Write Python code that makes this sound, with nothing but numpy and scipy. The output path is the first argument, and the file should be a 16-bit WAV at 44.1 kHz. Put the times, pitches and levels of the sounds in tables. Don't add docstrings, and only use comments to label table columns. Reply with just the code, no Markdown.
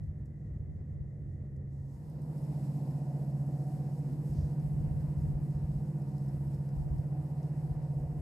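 import sys
import numpy as np
from scipy import signal
from scipy.io import wavfile
from scipy.ndimage import uniform_filter1d

SR = 44100
rng = np.random.default_rng(int(sys.argv[2]) if len(sys.argv) > 2 else 0)


def wrap_up_sound(samples):
    columns = np.atleast_2d(samples).T
    tamed = np.clip(columns, -1, 1)
    steps = np.round(tamed * 32767).astype(np.int16)
    wavfile.write(sys.argv[1], SR, steps)


N = 362061
T = np.arange(N) / SR
OPPOSITE = np.array([[1], [-1]])

# start_s, speed_turns_per_s
SHAFT_FAR = [(0, 15.29), (8.21, 15.29)]
SHAFT_NEAR = [(0, 15.3), (2.2, 15.26), (2.8, 15.33), (5.9, 15.33), (6.2, 15.41), (7.4, 15.42),
              (7.55, 15.32), (8.21, 15.32)]


def boom():
    first = 2 * np.pi * rng.random(2)
    lead_far_turns, lead_near_turns = .39, .77
    throb = first + 2 * np.pi * np.array([lead_far_turns, lead_near_turns])
    out = strong_orders(first, throb) + order_13() + weak_orders(first, throb) + second_engine()
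    left, right = pan(out, -1.2)
    ground = undb(-21.5) * late(out, count=80)
    return np.array([left, late(right, count=1)]) + ground * OPPOSITE


def strong_orders(first, throb):
    # time_s, order_9_db, order_10_db
    boom_levels = [(0, -49, -44), (.25, -49, -50), (.48, -46, -48), (.82, -55, -50), (.98, -45, -48.5),
                   (1.32, -46, -49), (1.55, -42.5, -52), (1.81, -41.5, -66), (2.0, -43.5, -47),
                   (2.3, -42, -40.5), (2.58, -36, -38.5), (3.0, -36.5, -39), (3.35, -35, -39.5),
                   (3.85, -38, -40), (4.16, -37.5, -39.5), (4.76, -37, -36), (5.69, -36, -38.5),
                   (5.99, -38, -39.5), (6.3, -35.5, -43), (6.55, -36, -42), (6.9, -38, -42),
                   (7.16, -36, -38), (7.29, -40, -40), (7.5, -37.5, -36.5), (7.75, -39, -37.5),
                   (7.98, -36.5, -38.5), (8.21, -44, -41.5)]
    db9, db10 = curves(boom_levels, T)
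    waver9, waver10 = .5 * walk(5, count=2)
    return undb(db9 + waver9) * shaft_order(9, first) + undb(db10 + waver10) * shaft_order(10, throb)


def order_13():
    far_db, near_db, waver_db = -59, -49.5, 1.5
    fades_s, fade_db_per_s = 6.0, -4
    change_db = waver_db * walk(5)[0] + fade_db_per_s * np.maximum(T - fades_s, 0)
    start = 2 * np.pi * rng.random(2)
    return fade(far_db, near_db, nearness(T)) * undb(change_db) * shaft_order(13, start)


def weak_orders(first, throb):
    # multiple_of_shaft_turn, far_db, near_db
    orders = [(5, -53, -57), (6, -54, -63), (7, -51, -58), (8, -66, -52), (11, -70, -57), (12, -71, -62),
              (14, -72, -69), (15, -71, -67), (16, -72, -63.5), (17, -76, -69), (18, -76, -62.5),
              (19, -77, -63.5), (20, -79, -69), (21, -70, -66.5), (22, -70, -65.5)]
    locked_orders = (8, 11)
    lock_lag = .14
    near, out = nearness(T), 0
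    for (k, far_db, near_db), w in zip(orders, walk(5, count=len(orders))):
        start = 2 * np.pi * rng.random(2)
        if k in locked_orders:
            locked = first + (k - 9) * (throb - first) - 2 * np.pi * lock_lag
            start[1] = locked[1]
        swell_db = tone_swell_db(k * SHAFT_FAR[0][1]) if k > 13.5 else 0
        waver_db = (1.8 if k < 12.5 else 2.2) * w
        level_db = far_db + near * (near_db + swell_db - far_db) + waver_db
        out = out + undb(level_db) * shaft_order(k, start)
    return out


def second_engine():
    # time_s, speed_turns_per_s
    second_shaft = [(0, 14.85), (4.5, 14.85), (6.2, 14.92), (8.21, 14.94)]
    # multiple_of_shaft_turn, near_db
    second_orders = [(9, -58), (10, -56)]
    turn, out = turn_angle(second_shaft), 0
    for (k, db), w in zip(second_orders, walk(3, count=2)):
        tone = np.sqrt(2) * np.cos(k * turn + 2 * np.pi * rng.random())
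        out = out + nearness(T) * undb(db + 2.5 * w) * tone
    return out


def turn_angle(shaft):
    return 2 * np.pi * np.cumsum(curves(shaft, T)[0]) / SR


def shaft_order(k, start):
    near = nearness(T)
    far_phasor = np.sqrt(1 - near) * np.exp(1j * (k * turn_angle(SHAFT_FAR) + start[0]))
    near_phasor = np.sqrt(near) * np.exp(1j * (k * turn_angle(SHAFT_NEAR) + start[1]))
    both = far_phasor + near_phasor
    return np.sqrt(2) * both.real / np.maximum(abs(both), .3)


def hums():
    hum_hz = (243, 346, 400, 465, 484, 598, 613, 630, 684, 710, 727, 745, 885, 931, 968, 1028, 1211, 1457,
              3568, 9463, 9755)
    # width_hz, far_db, near_db, left_minus_right_db
    hum_rows = [(8, -78, -62, 3), (6, -85, -68, 0), (8, -82, -72, 0), (12, -82, -69.5, 0.5),
                (8, -84, -67, -1), (6, -77, -75, -8), (6, -95, -74, 0), (6, -95, -75, 0),
                (6, -97, -72, -0.5), (14, -95, -73, 0), (10, -85, -68.5, 2), (4, -82, -66, 1.5),
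                (6, -100, -81, 0), (8, -101, -73.5, 0), (12, -99, -79, 0), (10, -100, -81.5, 0),
                (8, -102, -86, 2), (14, -104, -88, 3), (8, -108, -104, -1), (10, -105, -94, 0),
                (10, -103, -95, 0)]
    clean_db, rough_db, waver_db = -3.5, -6.5, 2.8
    loosens_s, loose = 6.0, 2.5
    sags_s, sag_per_s = 7.6, .02
    near, out = nearness(T), 0
    wander = 1 + (loose - 1) * np.clip((T - loosens_s) / .4, 0, 1)
    sag = 1 - sag_per_s * np.maximum(T - sags_s, 0)
    drift, waver = walk(7, count=len(hum_rows)), walk(9, count=len(hum_rows))
    for hz, (width, far_db, near_db, pan_db), d, w in zip(hum_hz, hum_rows, drift, waver):
        pitch = hz * (sag if hz < 1000 else 1) + width / 3 * wander * d
        cycles = np.cumsum(pitch) / SR + rng.random()
        core = np.sqrt(2) * undb(waver_db * w) * np.cos(2 * np.pi * cycles)
        rough = band(hz - .7 * width, hz + .7 * width)
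        tone = undb(clean_db) * core + undb(rough_db) * rough
        apart = band(hz - width / 2, hz + width / 2, order=1) if hz < 6000 else 0
        stereo = pan(tone, pan_db) + undb(-14) * apart * OPPOSITE
        out = out + fade(far_db, near_db + tone_swell_db(hz), near) * stereo
    return out


def hollow_hiss():
    # low_hz, high_hz, far_db, near_db, left_minus_right_db
    hollow = (1780, 2030, -84, -88, 14)
    lo_hz, hi_hz, far_db, near_db, pan_db = hollow
    return fade(far_db, near_db, nearness(T)) * pan(band(lo_hz, hi_hz), pan_db)


def roar():
    # frequency_hz, density_db_per_hz
    roar_far = [(110, -81), (165, -82), (205, -78), (260, -83), (345, -88), (520, -91), (700, -101),
                (1000, -114), (1400, -118), (1700, -116), (2000, -119), (2200, -123), (2600, -128),
                (3400, -140)]
    roar_near = [(110, -74), (180, -73), (310, -77), (348, -77.5), (375, -85.5), (410, -85.5), (455, -83.5),
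                 (560, -82.5), (650, -87), (780, -88), (860, -90.5), (1000, -95.5), (1100, -101.5),
                 (1300, -106.5), (1950, -107), (2200, -113), (2900, -115), (3400, -132)]
    # time_s, then one db column for each region
    swell = [(0, -1, -2, -1, -3, .6), (1.0, -1.5, 1, 0, -3, .4), (1.6, 0, 3, 0, 0, .4),
             (1.9, 1, 2, -2, 3, 0), (2.25, -1, 2, -2.5, 2, 0), (2.6, 0, 0, 3, 1, .6),
             (3.3, .5, 2, 3, 1, .6), (4, 2.5, 1, 0, 0, .8), (5, -1.5, -1, -3.5, -1, 2),
             (5.8, -3.5, 0, -2, -1, 0), (7, -3, -.5, -1, 0, 0), (7.5, -2, 0, 1, 1, 1.5),
             (8.21, -3, 1, 1.5, 0, 0)]
    swell_hz = (280, 470, 700, 950, 1600)
    per_hz = np.sqrt(SR / 2)
    return per_hz * spread_noise(roar_far, roar_near, swell_hz, lambda t: curves(swell, t),
                                 flicker_db=.9, common_db=.47)


def hiss():
    # frequency_hz, relative_db
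    hiss_far = [(1470, -37), (2500, -19), (3610, -8), (5370, -3), (7390, -2), (9020, -5), (9810, -11),
                (11600, -7), (15500, -13)]
    hiss_near = [(1470, -16), (2500, -6.5), (2850, -7.5), (3450, -7), (4000, -3.5), (5250, .5), (6060, -5),
                 (8360, 1.5), (9440, -2.5), (10200, -10), (10800, 1), (11300, -.5), (15500, -10.5)]
    # time_s, level_db
    loud = [(0, -81.5), (1.6, -82), (1.95, -69.5), (2.2, -69), (2.6, -67), (3.2, -68.3), (4.4, -67.8),
            (5.6, -70), (6.0, -70), (6.35, -69.3), (6.8, -70.5), (8.21, -71.5)]

    def same_level(t):
        level_db = curves(loud, t)[0]
        return [level_db, level_db]

    return spread_noise(hiss_far, hiss_near, (5500, 7000), same_level, flicker_db=1.0, common_db=.9)


def spread_noise(far, near, pivots_hz, swell, flicker_db, common_db):
    # frequency_hz, side_minus_mid_db
    side_far = [(110, -12), (200, -16), (380, -12), (700, -4), (1290, -2), (2380, 1), (4400, -1),
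                (6300, -5), (7200, -18), (15000, -20)]
    side_near = [(110, -18), (200, -16), (380, -13), (700, -8), (1290, -3), (2380, -1), (4400, -2),
                 (6200, -4), (6900, -25), (15000, -28)]
    # frequency_hz, left_minus_right_db
    tilt_far = [(200, -1), (700, -1), (1290, 5), (2380, 8), (4400, 4), (6300, 2), (7200, 0), (15000, 0)]
    tilt_near = [(200, -1), (700, -1), (1290, 1), (2380, 4), (4400, 3), (6100, 2), (6500, 0), (15000, 0)]
    noise = rng.standard_normal((2, N + 4096))
    hz, t, (mid, side) = signal.stft(noise, SR, nperseg=2048)
    share, log_hz = nearness(t), np.log(hz + 1)

    def along(points_hz, rows):
        return np.array([np.interp(log_hz, np.log(points_hz), r) for r in np.transpose(rows)]).T

    def spectrum(rows):
        return along(np.array(rows)[:, 0], np.array(rows)[:, 1:])

    def field(a, b):
        return spectrum(a) + np.sqrt(share) * (spectrum(b) - spectrum(a))

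    inside = (hz > far[0][0]) & (hz < 1.15 * far[-1][0])
    flicker = walk(12, count=12)[:, np.minimum((t * SR).astype(int), N - 1)]
    flicker_bands_hz = np.geomspace(100, 16000, 12)
    colour_db = along(pivots_hz, swell(t)) + flicker_db * along(flicker_bands_hz, flicker)
    side_ratio = undb(field(side_far, side_near))
    tilt = np.tanh(field(tilt_far, tilt_near) * np.log(10) / 40)
    side = tilt * mid + np.sqrt(np.maximum(side_ratio ** 2 - tilt ** 2, 0)) * side
    gain = inside[:, None] * fade(spectrum(far), spectrum(near), share) * undb(colour_db)
    stereo = signal.istft(gain * np.array([mid + side, mid - side]), SR, nperseg=2048)[1]
    return stereo[:, :N] * undb(common_db * walk(28)[0])


def ticks():
    # start_s, level_db, crack_hz
    tick_rows = [(0.0348, -77, 7340), (0.2555, -72, 7000), (1.5618, -76, 6200), (2.0961, -66, 11600),
                 (2.3794, -68, 5040), (2.4394, -64, 5200), (2.9072, -67, 5300), (4.127, -65, 8540),
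                 (4.4083, -62, 5240), (4.5979, -63, 5250), (4.9694, -66, 4120), (5.1794, -67, 4230),
                 (5.5494, -66, 4900), (6.0182, -64, 11000), (6.1809, -61, 5180), (6.2605, -68, 12000),
                 (6.2816, -63, 7000), (6.287, -67, 12000), (6.47, -66, 4560), (6.5444, -63, 5000),
                 (6.6892, -61, 5600), (6.983, -66, 4840), (7.4294, -63, 5010)]
    crack_near_s, far_smear = .003, 2.6
    ring_hz, ring_s, ring_db, crack_q = 5150, .013, -13, 2.2
    out, t = np.zeros(N + 3000), np.arange(3000) / SR
    chance = rng.random((60, 3))
    faint = [(2.2 + 6 * a, -76 + 6 * b, 4500 + 7000 * c) for a, b, c in chance]
    broad, thin = band(4300, 15000), band(ring_hz - 250, ring_hz + 250)
    rise = 1 - np.exp(-t / .0006)
    for s, db, hz in list(tick_rows) + faint:
        at = min(int(s * SR), N - len(t))
        span = slice(at, at + len(t))
        crack_s = crack_near_s * (far_smear + nearness(s) * (1 - far_smear))
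        grain = broad[span]
        crack = .8 * signal.lfilter(*signal.iirpeak(hz, crack_q, SR), grain) + .45 * grain
        ring = undb(ring_db) * thin[span] * np.exp(-t / ring_s)
        out[span] += undb(db) * rise * (crack * np.exp(-t / crack_s) + ring)
    return pan(out[:N], 2)


def puff():
    # middle_s, half_length_s, low_hz, high_hz, level_db
    puff_row = (4.4, .11, 4100, 6800, -74)
    s, half, lo_hz, hi_hz, db = puff_row
    return pan(undb(db) * np.exp(-((T - s) / half) ** 2) * band(lo_hz, hi_hz), 5)


def wind():
    flutter_db = -24
    near = nearness(T)
    shared_gain, apart_gain = gusts()
    reach = undb(-18 + 6.5 * near) * np.sqrt(shared_gain / undb(-40.5))
    depth = undb(-19 + 10.5 * near) * (apart_gain / undb(-50)) ** .4
    rumble = undb(1.5 * walk(30)[0]) * steady(band(52, 112), .16)
    shared = shared_gain * (rumble + reach * band(100, 230) + depth * band(33, 60)) + blows()
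    flutter = near * apart_gain * undb(flutter_db + 2.4 * walk(43)[0]) * band(110, 330)
    apart = apart_gain * steady(band(42, 120), .14) + flutter
    return shared + apart * OPPOSITE


def blows():
    # middle_s, envelope_peak_db, pitch_hz
    blow_rows = [(0.095, -32, 66), (0.608, -29, 86), (0.926, -34, 78), (1.012, -37, 86), (1.18, -36, 91),
                 (1.313, -37, 79), (1.582, -40, 88), (3.706, -44, 78), (4.305, -34, 76), (4.393, -24, 76),
                 (4.439, -26, 75), (4.672, -37, 58), (4.753, -34, 81), (4.811, -28, 82), (4.879, -28, 89),
                 (4.919, -30, 63), (4.951, -31, 74), (5.011, -31, 77), (5.088, -30, 63), (5.188, -27, 75),
                 (5.22, -35, 77), (5.265, -31, 65), (5.288, -30, 94), (5.357, -31, 52), (5.56, -30, 70),
                 (5.648, -33, 69), (5.712, -33, 58), (5.76, -36, 52), (6.3, -44, 47), (6.384, -38, 74),
                 (6.471, -35, 73), (6.558, -33, 80), (6.595, -36, 84), (6.75, -35, 90), (6.78, -33, 58),
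                 (6.816, -31, 62), (6.916, -26, 66), (6.942, -35, 72), (6.998, -28.5, 92), (7.719, -35, 76),
                 (7.975, -35, 62), (8.009, -35, 69), (8.063, -36, 70), (8.125, -36, 69)]
    half_cycles = .75
    out, t = np.zeros(N), np.arange(-1500, 3000) / SR
    for s, db, hz in blow_rows:
        at = int(s * SR) - 1500
        bell = np.exp(-(t * hz / half_cycles) ** 2)
        out[at:at + len(t)] += undb(db) * bell * np.cos(2 * np.pi * (hz * t + rng.random()))
    return out


def gusts():
    # middle_s, half_length_s, shared_db, differing_db
    gust_rows = [(0, .08, -50, -47), (.7, .12, -50, -49), (1.0, .08, -58, -47), (1.27, .08, -60, -54),
                 (1.56, .08, -58, -56), (2.1, .15, -56, -60), (3.77, .07, -52, -54), (4.15, .12, -55, -53),
                 (4.4, .1, -41, -52), (4.67, .07, -48, -47), (4.9, .2, -42, -44), (5.3, .15, -43, -44),
                 (5.63, .1, -44.5, -56), (5.8, .1, -46, -58), (6.08, .08, -53, -56), (6.4, .15, -48, -56),
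                 (6.89, .15, -44, -42), (7.2, .15, -53, -60), (7.73, .1, -47, -48), (8.01, .09, -48, -54),
                 (8.19, .06, -42, -49)]
    calm_shared_db, calm_apart_db = (-46, -56), (-61.5, -74)
    s, half, shared_db, apart_db = np.transpose(gust_rows)[:, :, None]
    bell, near = np.exp(-((T - s) / half) ** 2), nearness(T)
    gains = []
    for calm, peak_db, w in zip((calm_shared_db, calm_apart_db), (shared_db, apart_db), walk(8, count=2)):
        blown_power = np.sum((undb(peak_db) * bell) ** 2, axis=0)
        bed = fade(*calm, near) * undb(1.5 * w)
        gains.append(np.sqrt(bed ** 2 + blown_power))
    return gains


def tone_swell_db(hz):
    # time_s, then one db column for each of seven regions
    tone_swell = [(1.6, 0, 0, 0, 2, 0, -4, 5), (2.25, -1, 0, -2, -1, -1, -7, 2),
                  (2.75, 3, 1, 0, -3, 3, 3, 2), (3.3, 3, 0, -2, 1, 3, 3, 0), (3.75, 2, 3, 0, 3, 0, 3, 1),
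                  (4.25, 1, 5, -1, 3, -5, -1, -4), (4.75, -3, 1, -4, -2, -2, -2, -3),
                  (5.25, 0, -2, 1, 1, -1, -1, 1), (5.75, -3, -7, 2, 1, -1, -3, -2),
                  (6.25, -5, -4, 6.5, 0, -3, -1, -1), (6.75, -6, -4, 1, 0, 0, -1, -2),
                  (7.25, -6, 0, -3, 1, -2, 0, 2), (8.21, -5, -2, 4, 3, -1, 2, 1)]
    tone_swell_hz = (243, 285, 330, 475, 600, 735, 940, 1200)
    s, *regions = np.transpose(tone_swell)
    at_hz = [np.interp(hz, tone_swell_hz, np.append(row, 0)) for row in np.transpose(regions)]
    return np.interp(T, s, at_hz)


def nearness(t):
    # start_s, end_s
    fade_s = (1.7, 2.4)
    return np.clip((t - fade_s[0]) / (fade_s[1] - fade_s[0]), 0, 1)


def fade(far_db, near_db, near):
    return np.sqrt((1 - near) ** 2 * undb(2 * far_db) + near ** 2 * undb(2 * near_db))


def walk(rate, count=1):
    k = int(SR / rate)
    hold = k // 50
    steps = np.repeat(rng.standard_normal((count, N // k + 2)), hold, axis=1)
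    slow = 1.37 * uniform_filter1d(uniform_filter1d(steps, hold), hold)
    coarse_s = np.arange(slow.shape[1]) * k / hold / SR
    return np.array([np.interp(T, coarse_s, w) for w in slow])


def band(lo_hz, hi_hz, order=2):
    sos = signal.butter(order, [lo_hz, hi_hz], "band", fs=SR, output="sos")
    return unit(signal.sosfilt(sos, rng.standard_normal(N)))


def steady(x, span_s):
    return x / np.sqrt(uniform_filter1d(x ** 2, int(span_s * SR)) + 1e-3)


def late(x, count):
    return np.append(np.zeros(count), x[:-count])


def pan(x, db):
    return x * undb(np.array([[db], [-db]]) / 2)


def undb(db):
    return 10 ** (np.asarray(db) / 20)


def unit(x):
    return x / np.sqrt(np.mean(x ** 2))


def curves(table, t):
    s, *columns = np.transpose(table)
    return [np.interp(t, s, c) for c in columns]


def scene():
    engine = boom() + hums() + hollow_hiss() + roar() + hiss()
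    return engine + ticks() + puff() + wind()


def record(dry):
    top_hz = 15450
    return signal.sosfilt(signal.ellip(10, .2, 80, top_hz, fs=SR, output="sos"), dry)


dry = scene()
out = record(dry)
wrap_up_sound(out)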